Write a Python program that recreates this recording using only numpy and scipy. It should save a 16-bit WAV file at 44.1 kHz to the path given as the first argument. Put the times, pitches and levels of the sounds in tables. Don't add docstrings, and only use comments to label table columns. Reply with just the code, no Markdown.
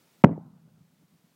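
import sys
import numpy as np
from scipy import signal
from scipy.io import wavfile
from scipy.ndimage import uniform_filter1d

SR = 44100
rng = np.random.default_rng(int(sys.argv[2]) if len(sys.argv) > 2 else 0)


def generate_wav(signal):
    frames = np.transpose(np.atleast_2d(signal))
    scaled = np.clip(frames, -1, 1) * 32767
    pcm = np.round(scaled).astype(np.int16)
    wavfile.write(sys.argv[1], SR, pcm)


def to_linear_factor(level_db):
    exponent = np.asarray(level_db, float) / 20
    return 10 ** exponent


N = 59535

# hz, density_db_per_hz
HISS_SPECTRUM = [(35, -27), (60, -18.5), (116, -7.5), (240, -1.5), (412, -5), (1500, -12), (4000, -14),
                 (9000, -18), (13000, -19.5), (16500, -14.5)]
# hz, density_db_per_hz
FLAME_SPECTRUM = [(35, -36), (60, -26.5), (136, -3.5), (179, -0.5), (254, -10.5), (332, -22), (841, -31),
                  (1500, -32.5), (1950, -61), (3300, -120)]
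# time_s, level_db
FLUTTER_CURVE = [(0, -73), (0.148, -74), (.24, -64.5), (.45, -40.5), (0.498, -49), (0.561, -46.5),
                 (0.621, -53.5), (.685, -48), (.73, -54.5), (.81, -51), (0.869, -62.5), (.93, -56.5),
                 (0.961, -65.5), (1.031, -53), (1.08, -70), (1.144, -55.5), (1.201, -73), (1.25, -62.5),
                 (1.35, -71)]
# start_s, drive_db, push_s, rise_s
PRESSURE_FRONTS = [(.2388, 17.5, 0.00018, 0.0002), (.2396, 24, 0.0014, 0.00061),
                   (.2405, 18, 0.0017, 0.00033), (.242, 32, 0.00054, .001), (.243, 30.5, .0015, 0.0018),
                   (.245, 18, .004, .0001)]
# start_s, drive_db, push_s, rise_s
WALL_THUMPS = [(.249, 9.5, 0.0015, .002), (.2552, 21.5, .0008, .002), (.262, 4.5, 0.0024, .002),
               (.269, 2.5, .0015, .0005), (.2825, -7.5, 0.0024, .0005), (.2925, 4.5, 0.0011, 0.00057),
               (.311, 1, 0.002, 0.0012), (.329, -11, .002, 0.00041), (.378, 0, 0.00068, 0.00075)]
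# pitch_hz, width_hz, gain_db
YARD_RINGS = [(162.62, 6, 4), (231, 20, -6), (258, 30, -6), (403, 19, -6), (445, 8, -7), (549, 10, -13.5),
              (920, 6.9, -13)]
# hz, density_db_per_hz
TAIL_SPECTRUM = [(60, -26.5), (122, -18.5), (160, -11), (255, -3), (382, -4), (583, -16.5), (891, -22),
                 (1500, -35.5), (2500, -42), (4000, -57), (8000, -77), (16000, -89.5)]
# hz, t60_s
TAIL_DECAY = [(70, 0.17), (165, 0.64), (400, 0.22), (900, 0.51), (2000, .3), (5000, .15), (12000, .06)]

HISS_DB = -65.5
FLAME_HUM_HZ, FLAME_HUM_WIDTH_HZ, FLAME_HUM_DB = 166, 18, -7
RIP_HZ, RIP_T60_S, RIP_DB = 2150, 0.017, -4.5
SPIT_HZ, SPIT_WIDTH_HZ, SPIT_GAIN_DB, SPIT_RISE_S, SPIT_T60_S = 3660, 4000, -23, .007, .01
FRONT_DULL_HZ, THUMP_DULL_HZ = 2800, 900
THIN_HZ = 130
BOOM_HZ, BOOM_WIDTH_HZ, BOOM_DB = 185, 400, -5.5
TAIL_START_S, TAIL_RISE_S, TAIL_GAIN_DB, TAIL_PATCHY_DB = .246, .006, -13.5, 3.5
KNEE_DB, SQUEEZE_DB_PER_DB = -21, 0.38
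SENSE_S, AHEAD_S, FALL_S, RECOVER_S = .002, .014, 0.00086, 0.99
LOW_CUT_HZ, TOP_HZ, CIRCUIT_DB = 78, 15800, -86


def read(points, hz):
    table_hz, value = np.transpose(points)
    return np.interp(np.log(hz + 1), np.log(table_hz + 1), value)


def low(x, hz, order):
    return signal.sosfilt(signal.butter(order, hz, fs=SR, output="sos"), x)


def high(x, hz, order):
    return signal.sosfilt(signal.butter(order, hz, "high", fs=SR, output="sos"), x)


def resonate(x, hz, width_hz):
    turn = np.exp(2j * np.pi * hz * np.arange(len(x)) / SR)
    r = np.exp(-np.pi * width_hz / SR)
    return 2 * (turn * signal.lfilter([1 - r], [1, -r], x / turn)).real


def noise(spectrum, size, patchy_db=0, decay=None):
    hop = size // 4
    frames, hz = N // hop + 5, np.fft.rfftfreq(size, 1 / SR)
    real, imag, patches = rng.standard_normal((frames, len(hz), 3)).T
    patches = uniform_filter1d(patches, size=4, axis=0)
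    patches = uniform_filter1d(patches, size=3, axis=1)
    level_db = read(spectrum, hz)[:, None] + patchy_db * patches / patches.std()
    z = (real + 1j * imag) * to_linear_factor(level_db)
    scale = signal.istft(z, nperseg=size, noverlap=size - hop)[1].std()
    if decay:
        age_s = np.maximum(np.arange(frames) * hop / SR - TAIL_START_S, 0)
        z = z * to_linear_factor(-60 * age_s / read(decay, hz)[:, None])
    return signal.istft(z, nperseg=size, noverlap=size - hop)[1][:N] / scale


def hiss():
    return to_linear_factor(HISS_DB) * noise(HISS_SPECTRUM, size=2048, patchy_db=0.75)


def flames():
    time_s, level_db = np.transpose(FLUTTER_CURVE)
    roar = noise(FLAME_SPECTRUM, size=2048)
    roar = roar + to_linear_factor(FLAME_HUM_DB) * resonate(roar, FLAME_HUM_HZ, FLAME_HUM_WIDTH_HZ)
    return to_linear_factor(np.interp(np.arange(N) / SR, time_s, level_db)) * roar


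def burst_age_s():
    return np.maximum(np.arange(N) / SR - PRESSURE_FRONTS[0][0], 0)


def tearing_skin():
    age_s = burst_age_s()
    return to_linear_factor(RIP_DB - 60 * age_s / RIP_T60_S) * np.sin(2 * np.pi * RIP_HZ * age_s)


def gas_spit():
    age_s = burst_age_s()
    white = rng.standard_normal(N)
    spit = resonate(white, SPIT_HZ, SPIT_WIDTH_HZ) + .15 * white
    rise = np.minimum(age_s / SPIT_RISE_S, 1)
    fall_db = -60 * np.maximum(age_s - SPIT_RISE_S, 0) / SPIT_T60_S
    return spit * rise * to_linear_factor(SPIT_GAIN_DB + fall_db)


def pushes(rows):
    t, out = np.arange(N) / SR, np.zeros(N)
    for start_s, drive_db, push_s, rise_s in rows:
        age_s = np.maximum(t - start_s, 0)
        rise = 1 - np.exp(-age_s / rise_s)
        out += to_linear_factor(drive_db) * rise * (1 - age_s / push_s) * np.exp(-age_s / push_s)
    return out


def fronts_and_thumps():
    fronts = low(pushes(PRESSURE_FRONTS), FRONT_DULL_HZ, order=8)
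    thumps = low(pushes(WALL_THUMPS), THUMP_DULL_HZ, order=4)
    return high(fronts + thumps, THIN_HZ, order=3)


def boom(pressure):
    return to_linear_factor(BOOM_DB) * resonate(pressure, BOOM_HZ, BOOM_WIDTH_HZ)


def yard_rings(pressure):
    return sum(to_linear_factor(gain_db) * resonate(pressure, hz, width_hz) for hz, width_hz, gain_db in YARD_RINGS)


def blast():
    pressure = fronts_and_thumps()
    return tearing_skin() + gas_spit() + pressure + boom(pressure) + yard_rings(pressure)


def tail():
    rise = np.clip((np.arange(N) / SR - TAIL_START_S) / TAIL_RISE_S, 0, 1)
    scatter = noise(TAIL_SPECTRUM, size=1024, patchy_db=TAIL_PATCHY_DB, decay=TAIL_DECAY)
    return to_linear_factor(TAIL_GAIN_DB) * rise * scatter


def scene():
    return (hiss() + flames() + blast() + tail())[None]


def gain_control(x):
    power_db = 10 * np.log10(abs(uniform_filter1d(x ** 2, round(SENSE_S * SR))) + 1e-12)
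    ahead_db = np.roll(power_db, -round(AHEAD_S * SR))
    log_over = np.log(np.maximum(ahead_db - KNEE_DB, 1e-3))
    slope = np.arange(N) / SR / RECOVER_S
    cut_db = SQUEEZE_DB_PER_DB * np.exp(np.maximum.accumulate(log_over + slope) - slope)
    r = np.exp(-1 / (FALL_S * SR))
    return x / to_linear_factor(signal.lfilter([1 - r], [1, -r], cut_db))


def overload(x):
    bent = np.sign(x) * (.5 + .5 * np.tanh(2 * abs(x) - 1))
    return np.where(abs(x) > .5, bent, x)


def low_pass(x):
    return signal.sosfilt(signal.butter(12, 16950, fs=SR, output="sos"), x)


def record(dry):
    x = high(gain_control(dry[0]), LOW_CUT_HZ, order=4)
    x = x + to_linear_factor(CIRCUIT_DB) * rng.standard_normal(N)
    mix = low(overload(x), TOP_HZ, order=8)[None]
    return low_pass(mix)


dry = scene()
out = record(dry)
generate_wav(out)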